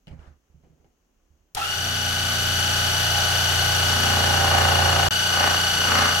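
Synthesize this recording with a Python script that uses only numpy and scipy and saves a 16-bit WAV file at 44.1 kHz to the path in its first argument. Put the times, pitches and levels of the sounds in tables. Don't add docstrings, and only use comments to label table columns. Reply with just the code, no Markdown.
import sys
import numpy as np
from scipy import signal
from scipy.fft import rfft, irfft, next_fast_len
from scipy.io import wavfile
from scipy.ndimage import uniform_filter1d, map_coordinates

SR = 44100
rng = np.random.default_rng(int(sys.argv[2]) if len(sys.argv) > 2 else 0)


def put_to_file(sound):
    columns = np.atleast_2d(sound).T
    safe = np.clip(columns, -1, 1)
    whole_steps = np.round(safe * 32767)
    wavfile.write(sys.argv[1], SR, whole_steps.astype(np.int16))


N = 273420
TIME = np.arange(N) / SR

SWITCH_ON_S = 1.548
DOWNSTROKE_S = (4.585, 6.024)
DROPOUT_S = (5.086, 5.108)
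TOP_HZ = 15850

# pitch_hz, likeness (1 = the same)
ALIKE = [(130, .985), (200, .93), (300, .5), (640, .4), (1400, .05), (5000, 0), (7500, .75), (15000, .65)]
# pitch_hz, left_minus_right_db
LEAN = [(60, -3.5), (92, -3.5), (140, -2.0), (210, -1.0), (330, 2.5), (500, -2.0), (770, -3.0), (1170, 0.5),
        (1790, 2.5), (2740, 2.0), (4190, 1.0), (6410, 7.0), (9810, -2.5), (15000, -0.5)]
# pitch_hz, t60_s (time to fall by 60 dB)
WORKSHOP = [(150, 0.1), (1500, 0.24), (12000, 0.054)]
# pitch_hz, density_db (per Hz)
ROOM_TONE = [(15, -33), (25, 0), (64, 0), (120, -16), (270, -10.5), (887, -23), (2280, -29), (2480, -27),
             (2910, -25.5), (3720, -33), (5280, -31.5), (6380, -25), (8590, -41), (16000, -37)]

# start_s, thud_db, favoured_pitch_hz, clack_db, clack_t60_s
BUMPS = [(0.072, -43, 130, -49.5, 0.4), (0.11, -35.5, 62, -53, 0.17), (.126, -40, 140, -53, .12),
         (0.189, -36, 50, -62, .25), (.275, -39, 74, -64, 0.22), (0.499, -54, 65, -70, .2),
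         (.544, -46, 88, -70, .2), (.635, -53, 90, -60, 0.27), (0.698, -53, 110, -73, .2),
         (0.799, -54, 68, -66, 0.24), (0.844, -60, 90, -62, 0.2), (1.304, -53, 75, -83, .1),
         (1.405, -61, 70, -80, .1)]
# pitch_hz, level_db, t60_s
THUD = [(50, -2, 0.16), (74, 0.5, 0.23), (131, -1, .15), (156, 1, 0.23), (249.3, -0.5, 0.37)]
# pitch_hz, density_db (per Hz)
CLACK = [(100, 7), (280, 3), (800, 2), (1100, -13), (2300, -10), (3100, -29), (4200, -22), (7000, -31),
         (15000, -46)]
# start_s, level_db, t60_s
CLICKS = [(.0705, -44.5, .02), (.079, -50, .09), (.11, -59, .04), (.192, -58, .035), (.229, -62, .03),
          (.254, -61, .03), (.627, -70, .03), (.648, -71, .03), (.844, -67, .03)]
# pitch_hz, density_db (per Hz)
METAL = [(200, -18), (1000, -8), (1900, -3), (2600, 0), (3000, 10), (3600, -10), (4700, -5), (6000, -16),
         (8000, -21), (15000, -30)]
# time_s, level_db
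SLEEVE = [(.1, -90), (.17, -66), (.21, -54), (.26, -55.5), (.33, -65.5), (.4, -81)]
# pitch_hz, density_db (per Hz)
CLOTH = [(200, 2.5), (900, -2), (1400, 0), (2600, -16), (6000, -22), (15000, -44)]
# time_s, level_db
APRON = [(.58, -86), (.65, -64), (.76, -72), (.85, -65), (.96, -85)]
# pitch_hz, density_db (per Hz)
CANVAS = [(100, -10), (250, 8), (480, 0), (800, -8.5), (1200, -19), (3000, -30), (12000, -45)]
BLOW_OCTAVES = 0.72

# pitch_hz, density_db (per Hz)
SNAP = [(200, -16), (1500, -15), (3000, 4), (5500, 2), (9000, 3), (16000, -10)]
# pitch_hz, width_hz, level_db
FRAME = [(774, 70, -25.5), (855, 53, -28), (1315, 30, -22), (1720, 93, -36), (2700, 260, -36),
         (2960, 200, -35)]
HOWL_DELAY_S, HOWL_HOLD_S, HOWL_RELEASE_S = 0.013, 0.17, 0.089

STROKE_HZ = 29.2
IDLE_HZ, SAG_HZ, SPIN_UP_S = (29.385, 29.43), .41, .03
FADE_IN_DB, FADE_IN_S = 7.5, 0.89
REPEAT, REPEAT_HZ = .62, 2600

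# time_s, level_db
PANEL = [(1.76, -75), (1.85, -44.5), (2.85, -45.5), (3.05, -53), (5.6, -50)]

# crank_multiple, before_dropout_db, after_dropout_db, gain_per_effort_db
SHAKE = [(2, -45, -50, 2), (3, -30.3, -37.5, 4.5), (4, -35, -43, .5), (5, -40.5, -51, 5),
         (6, -48, -43, 2.5)]
# pitch_hz, density_db (per Hz)
BENCH = [(35, -45), (90, 8.5), (170, -3.5), (240, -11), (290, -4.5), (380, -1), (480, -5), (570, -8.5),
         (900, -8), (2000, -34)]
SWAY_DB, RATTLE_DB = (-47.5, -57), (-38, -38.5)
RATTLE_IDLE_DB, RATTLE_KNEE = -6, 0.13
SHAKE_DELAY_S, SHAKE_RISE_S, SHAKE_START_DB = 0.2, 0.033, -8.5
SHAKE_GROWS, SMEAR = (1, 1.7), .3

# pitch_hz, density_db (per Hz)
CHATTER = [(150, -9.5), (550, -5.5), (720, 1), (1000, -8.5), (1280, 2), (2200, -6), (3200, 0.5),
           (4200, -4.5), (5200, -6.5), (6200, -8.5), (8100, -15.5), (10300, -14.5), (13000, -18.5),
           (15800, -25.5)]
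CHATTER_DB, CHATTER_LOAD_DB = (-23, -25.5), -2
CHATTER_RISE_S, CHATTER_START_DB = 0.026, -18

# crank_multiple, crest_db, ripple_rad, blur_rad, pitch_swing (share),
# highest_at (share of a turn)
PARTIALS = [(51, -27.5, 0.046, 0.15, 0.015, 0.15), (100, -24, 0.089, 0.38, 0.01, 0.3),
            (152, -26.5, 0.27, 0.56, 0.0054, 0.14), (162, -37, 0.097, 0.42, 0.0082, 0.13),
            (202, -27.5, 0.1, .45, .013, 0.18), (207, -40.5, .34, .62, 0.0098, 0.13),
            (250, -39.5, 0.21, .91, .009, .15), (257, -42, .44, 1, 0.0077, 0.23),
            (300, -43, .22, 0.71, 0.0095, 0.16), (350, -47, .18, .9, 0.005, 0.11),
            (404, -38, .13, 0.59, .003, 0.13)]
# crank_multiple, crest_at (share of a turn), width_turns, level_db,
# left_minus_right_db, gain_at_full_load_db, gain_after_dropout_db, left_right_phase_rad
SWELLS = [(51, .08, .055, -1, 1, 4, 1.5, .7), (51, .42, .045, -1, 2, -2, 2, 2.9),
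          (51, .63, .08, 2, 7, -4, -1.5, 1), (51, .88, .07, 0, -3, 2.5, 1, .6),
          (100, .05, .06, -2, 8, 0, -3, 1), (100, .22, .07, .5, 7, -6, -5, .9),
          (100, .52, .05, -4, 1, -2, 0, 2.9), (100, .7, .06, -2, -3, -4, 4.5, 1.2),
          (100, .89, .05, -3, 3, 7, 2, 2), (152, .32, .05, -4, 2, -2, -1, 2.7),
          (152, .64, .06, -1, -1, -2, -2, 1.9), (152, .03, .09, -1, 2, -3, 0, 1.1),
          (162, .1, .25, 0, 2, -2, 0, 1.6), (202, .75, .1, 0, 13, -4, -2.5, 1.2),
          (202, .15, .11, -7.5, 6, -2, 2, 1.2), (207, .2, .2, 0, 8, -3, -1, 1.2),
          (250, .42, .14, 0, 4, 0, 0, .7), (257, 0, .12, 0, 3, -2, 0, .7), (300, .08, .1, 0, -2, -1, 1, .6),
          (300, .68, .1, -1, -2, -3, 1, .6), (350, .98, .15, 0, -2, -1, -1, .6),
          (404, .06, .09, 0, -2, -2.5, -4, .8), (404, .63, .1, -3, -2, -4, -2, .8)]
TROUGH_DB = -19
WHINE_DELAY_S, WHINE_RISE_S = .065, .11

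# time_s, level_db
SING = [(1.56, -70), (1.59, -37), (1.65, -44), (2.6, -42), (2.8, -38.5), (3.1, -42), (3.16, -33),
        (3.21, -33.5), (3.24, -41), (4.1, -37.5), (4.55, -34.5), (5.06, -35), (5.15, -38.5), (6.2, -37.5)]
SING_HZ, SING_SAG_HZ, WARBLE_HZ, FLICKER_DB = 828, 38, 22, 2.6

# peak_s, rise_s, fall_s, load (0-1),
# rasp_db, brightness (0-1), buzz_db, buzz_tilt_db (per octave)
PUSHES = [(3.19, .27, 0.76, .02, -37, 0, -57, -2), (4.15, 0.33, 0.56, 0.01, -42.5, 0.8, -31, -1),
          (4.678, 0.58, 2.5, 1, -27.5, 0.28, -31, 6.5), (4.57, 0.075, 0.061, 0.01, -32.5, 0.7, -45, 6),
          (5.452, 0.134, 0.1224, .6, -24, 0.59, -34.5, 1.5), (6.011, 0.19, 0.12, 0.84, -23, 0.84, -30.5, 1)]
PUSH_SHAPE, RASP_GROWS = 1.5, 0.93
# crank_multiple, before_dropout_db, after_dropout_db
BUZZ = [(7, -1, -2), (8, 1, 2.5), (9, -4, -3), (11, -11, -3), (13, 0, -7), (15, -14, -6), (16, -5, -9),
        (19, -4, -7), (20, -11, -2), (24, -4, -6), (27, -1, -5)]
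BUZZ_LINE_DB = -8.5
# at (share of a turn), level_db
SLAPS = [(.96, 0), (.32, -6), (.66, -6)]
SLAP_DB, SLAP_SCATTER_S, SLAP_SCATTER_DB = -2.5, .0006, 2
# pitch_hz, width_hz, level_db
SLICE = [(815, 90, -4), (1120, 130, -3), (1300, 130, 1), (1560, 170, -3)]
# pitch_hz, density_db (per Hz)
HOLLOW = [(50, -47), (170, -19), (400, -4), (620, 4.5), (810, 11.5), (1000, 1), (1350, -8.5), (2000, -16.5),
          (5000, -29), (15000, -62)]
# pitch_hz, density_db (per Hz)
BRIGHT = [(50, -34), (180, -4), (320, -13), (600, -2), (850, -9), (1280, 5), (1750, -5), (2600, -7),
          (5000, -13.5), (15000, -51)]


def amp(db):
    return 10 ** (np.asarray(db) / 20)


def unit(x):
    return x / np.sqrt(np.mean(x ** 2) + 1e-20)


def along(points, hz):
    pitch, value = np.transpose(points)
    return np.interp(np.log(hz + 1), np.log(pitch + 1), value)


def curves(rows):
    s, *columns = np.transpose(rows)
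    return [np.interp(TIME, s, column) for column in columns]


def spliced(pair):
    return np.where(TIME < DROPOUT_S[1], pair[0], pair[1])


def ramp(delay, length):
    return np.clip((TIME - SWITCH_ON_S - delay) / length, 0, 1)


def decay(start, t60, attack):
    age = np.maximum(TIME - start, 0)
    return amp(-60 * age / t60) * (1 - np.exp(-age / attack))


def wobble(rate):
    coarse = np.linspace(0, N / SR, N // 10)
    points = rng.standard_normal(int(N * rate / SR) + 4)
    return np.interp(TIME, coarse, map_coordinates(points, [coarse * rate]))


def noise():
    return rng.standard_normal((2, N))


def filtered(x, response):
    size = next_fast_len(N + SR // 2)
    spectrum = rfft(x, size) * response(np.fft.rfftfreq(size, 1 / SR))
    return irfft(spectrum, size)[..., :N]


def resonate(x, modes):
    def response(f):
        return sum(amp(db) * 1j * f * width / (hz * hz - f * f + 1j * f * width) for hz, width, db in modes)
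    return filtered(x, response)


def spread(hz):
    return np.arccos(np.clip(along(ALIKE, hz), -1, 1)) / 2


def coloured(pair, spectrum):
    def widen(hz):
        return amp(along(spectrum, hz)) * [np.cos(spread(hz)), np.sin(spread(hz))]

    def lean(hz):
        return amp(np.outer([.5, -.5], along(LEAN, hz)))

    mid, side = filtered(pair, widen)
    return unit(filtered(np.array([mid + side, mid - side]), lean))


def tone(turns, multiple, pan_db, apart=None, lag=None):
    half = spread(multiple * STROKE_HZ) * rng.choice([-1, 1]) if apart is None else apart / 2
    start = rng.random() if lag is None else lag
    angle = 2 * np.pi * (multiple * turns + start)
    gains = np.sqrt(2) * unit(amp([[pan_db / 2], [-pan_db / 2]]))
    return gains * np.sin(angle + half * np.array([[1], [-1]]))


def workshop(x, wet_db):
    hz, t, grid = signal.stft(rng.standard_normal((2, SR // 4)), SR, nperseg=256)
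    fading = grid * amp(-60 * t / along(WORKSHOP, hz)[:, None])
    tail = signal.istft(fading, SR, nperseg=256)[1]
    wet = signal.fftconvolve(x, tail / np.linalg.norm(tail[0]), axes=1)[:, :N]
    return (x + amp(wet_db) * wet) / np.hypot(1, amp(wet_db))


def room_tone():
    return amp(-67.5) * coloured(noise(), ROOM_TONE)


def ring(modes, start, favoured_hz):
    total = 0
    for hz, db, t60 in modes:
        octaves = np.log2(hz / favoured_hz)
        strength = amp(db) / (1 + (octaves / BLOW_OCTAVES) ** 4)
        total = total + strength * decay(start, t60, attack=0.0029) * np.sin(2 * np.pi * hz * (TIME - start))
    return total


def handling():
    thuds = sum(amp(thud_db) * ring(THUD, s, hz) for s, thud_db, hz, clack_db, t60 in BUMPS)
    clacks = sum(amp(clack_db) * decay(s, t60, attack=0.00065) for s, thud_db, hz, clack_db, t60 in BUMPS)
    sleeve_db, = curves(SLEEVE)
    sleeve = amp(sleeve_db + 1.5 * wobble(68.4)) * coloured(noise(), CLOTH)
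    apron_db, = curves(APRON)
    apron = amp(apron_db + 2.5 * wobble(60)) * coloured(noise(), CANVAS)
    click_levels = sum(amp(db) * decay(s, t60, attack=.0002) for s, db, t60 in CLICKS)
    clicks = click_levels * coloured(noise(), METAL)
    struck = amp([[-1.5], [1.5]]) * thuds + clicks
    return workshop(struck, wet_db=-9.0) + clacks * coloured(noise(), CLACK) + sleeve + apron


def push(peak, rise, fall):
    distance = np.abs(TIME - peak) / np.where(TIME < peak, rise, fall)
    return np.exp(-distance ** PUSH_SHAPE) * spliced((peak < DROPOUT_S[1], peak > DROPOUT_S[1]))


def crank(load):
    age = np.maximum(TIME - SWITCH_ON_S, 0)
    run_up = 1 - np.exp(-age / SPIN_UP_S)
    speed = run_up * (spliced(IDLE_HZ) - SAG_HZ * load)
    turns = np.cumsum(speed * (1 + .0006 * wobble(30))) / SR
    return turns - spliced(np.interp(DOWNSTROKE_S, TIME, turns))


def stroke(turns, at, sharp):
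    return unit(np.exp(sharp * np.cos(2 * np.pi * (turns - at))))


def contacts(turns):
    size = int(SR / STROKE_HZ)
    place = turns % 1 * size
    worn = [map_coordinates(rng.standard_normal(size), [place], mode="grid-wrap") for channel in range(2)]

    def share(hz):
        return REPEAT / (1 + (hz / REPEAT_HZ) ** 2)

    repeating = filtered(np.array(worn), lambda hz: np.sqrt(share(hz)))
    fresh = filtered(noise(), lambda hz: np.sqrt(1 - share(hz)))
    return repeating + fresh


def spin_up(turns):
    shaky = turns + .0016 * wobble(220)
    low = amp(2 * wobble(120)) * tone(shaky, 50, pan_db=0)
    high = amp(3 * wobble(170)) * tone(shaky, 100, pan_db=0)
    strain = ramp(HOWL_DELAY_S, 0.011) - ramp(HOWL_HOLD_S, HOWL_RELEASE_S)
    howl = resonate(strain * (low + high), FRAME)
    snap = amp(-19.5) * decay(SWITCH_ON_S, t60=0.026, attack=0.0002) * coloured(noise(), SNAP)
    return workshop(howl, wet_db=-5.0) + snap


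def panel(turns):
    level_db, = curves(PANEL)
    return amp(level_db) * tone(turns, 8, pan_db=-1)


def shake(turns, load):
    start_db = SHAKE_START_DB * (1 - ramp(SHAKE_DELAY_S, SHAKE_RISE_S))
    sway = amp(spliced(SWAY_DB)) * tone(turns, 0.91, pan_db=-4.0)
    effort = spliced(SHAKE_GROWS) * load
    hum = 0
    for k, before, after, load_db in SHAKE:
        level_db = spliced((before, after)) + load_db * effort + .6 * wobble(9.6)
        hum = hum + amp(level_db) * tone(turns, k, pan_db=-3, lag=SMEAR * (k - 3) ** 2)
    loose = amp(RATTLE_IDLE_DB * np.exp(-(load / RATTLE_KNEE) ** 2))
    rattle = loose * amp(spliced(RATTLE_DB)) * coloured(contacts(turns), BENCH)
    return sway + amp(start_db) * hum + rattle


def chatter(turns, load):
    start_db = CHATTER_START_DB * (1 - ramp(0, CHATTER_RISE_S))
    level_db = spliced(CHATTER_DB) + CHATTER_LOAD_DB * load + start_db
    flickering = amp(1.3 * wobble(900)) * contacts(turns)
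    return amp(level_db) * coloured(flickering, CHATTER)


def throb(turns, load, multiple):
    power = weight = amp(TROUGH_DB) ** 2
    angle = 0
    for k, at, width, db, pan_db, load_db, later_db, apart in SWELLS:
        if k == multiple:
            bump = np.exp((np.cos(2 * np.pi * (turns - at)) - 1) / (2 * np.pi * width) ** 2)
            swell = bump * amp(db + spliced((load_db * load, later_db))) ** 2
            power = power + swell * unit(amp([[pan_db / 2], [-pan_db / 2]])) ** 2
            weight = weight + swell
            angle = angle + swell * apart
    return np.sqrt(power), angle / weight


def whine(turns, load):
    unsteady = turns + .0004 * wobble(40)
    total = 0
    for k, db, ripple, blur, swing, highest in PARTIALS:
        swung = unsteady + swing * np.sin(2 * np.pi * (turns - highest)) / (2 * np.pi)
        teeth = sum(np.sin(2 * np.pi * (n * turns + rng.random())) for n in range(3, 8))
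        bend = (ripple * teeth + blur * wobble(330)) / (2 * np.pi * k)
        rough = unit(1 + .5 * blur * wobble(330))
        envelope, apart = throb(turns, load, k)
        partial = tone(swung + bend, k, pan_db=1.0, apart=apart * rng.choice([-1, 1]))
        total = total + amp(db) * envelope * rough * partial
    return ramp(WHINE_DELAY_S, WHINE_RISE_S) * total


def sing(load):
    level_db, = curves(SING)
    hz = SING_HZ - SING_SAG_HZ * load + WARBLE_HZ * wobble(70)
    flicker = unit(amp(FLICKER_DB * wobble(55)))
    return amp(level_db) * flicker * tone(np.cumsum(hz) / SR, 1, pan_db=-3, apart=.8)


def buzz(turns):
    pushes = [(push(s, rise, fall), db, tilt_db) for s, rise, fall, *_, db, tilt_db in PUSHES]
    total = 0
    for k, before, after in BUZZ:
        octaves = np.log2(k / 13)
        drive = np.sqrt(sum((shape * amp(db + tilt_db * octaves)) ** 2 for shape, db, tilt_db in pushes))
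        line_db = spliced((before, after)) + BUZZ_LINE_DB + 1.3 * wobble(5.1)
        total = total + drive * amp(line_db) * tone(turns, k, along(LEAN, k * STROKE_HZ))
    return total


def slaps(turns):
    blows = np.zeros(N)
    for share, db in SLAPS:
        at = np.flatnonzero(np.diff(np.floor(turns - share)) > 0)
        late, size = rng.standard_normal((len(at), 2)).T
        moment = at + (late * SLAP_SCATTER_S * SR).astype(int)
        blows[np.clip(moment, 0, N - 1)] = amp(db + SLAP_SCATTER_DB * np.tanh(size))
    return unit(workshop(resonate(blows[None], SLICE), wet_db=-1))


def cut(turns):
    bite = unit(1 + .25 * stroke(turns, at=.01, sharp=4.5))
    fibres = bite * contacts(turns)
    hollow, clear = coloured(fibres, HOLLOW), coloured(fibres, BRIGHT)
    rasp = total_level = 0
    for s, rise, fall, force, db, bright, *_ in PUSHES:
        level = amp(db) * push(s, rise, fall) ** RASP_GROWS
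        rasp = rasp + level * unit(hollow + np.clip(bright, 0, 1) * (clear - hollow))
        total_level = total_level + level
    return workshop(rasp, wet_db=-10) + amp(SLAP_DB) * total_level * slaps(turns)


def scene():
    load = sum(force * push(s, rise, fall) for s, rise, fall, force, *_ in PUSHES)
    turns = crank(load)
    fade_in = amp(-FADE_IN_DB * np.exp(-np.maximum(TIME - SWITCH_ON_S, 0) / FADE_IN_S))
    running = fade_in * (shake(turns, load) + chatter(turns, load) + whine(turns, load))
    saw = spin_up(turns) + panel(turns) + running + sing(load) + buzz(turns) + cut(turns)
    return room_tone() + handling() + ramp(0, 0.0023) * saw


def record(dry):
    live = uniform_filter1d(1. * ((TIME < DROPOUT_S[0]) | (TIME > DROPOUT_S[1])), size=24)
    return filtered(dry * np.maximum(live, amp(-58.5)), lambda hz: hz < TOP_HZ)


dry = scene()
out = record(dry)
put_to_file(out)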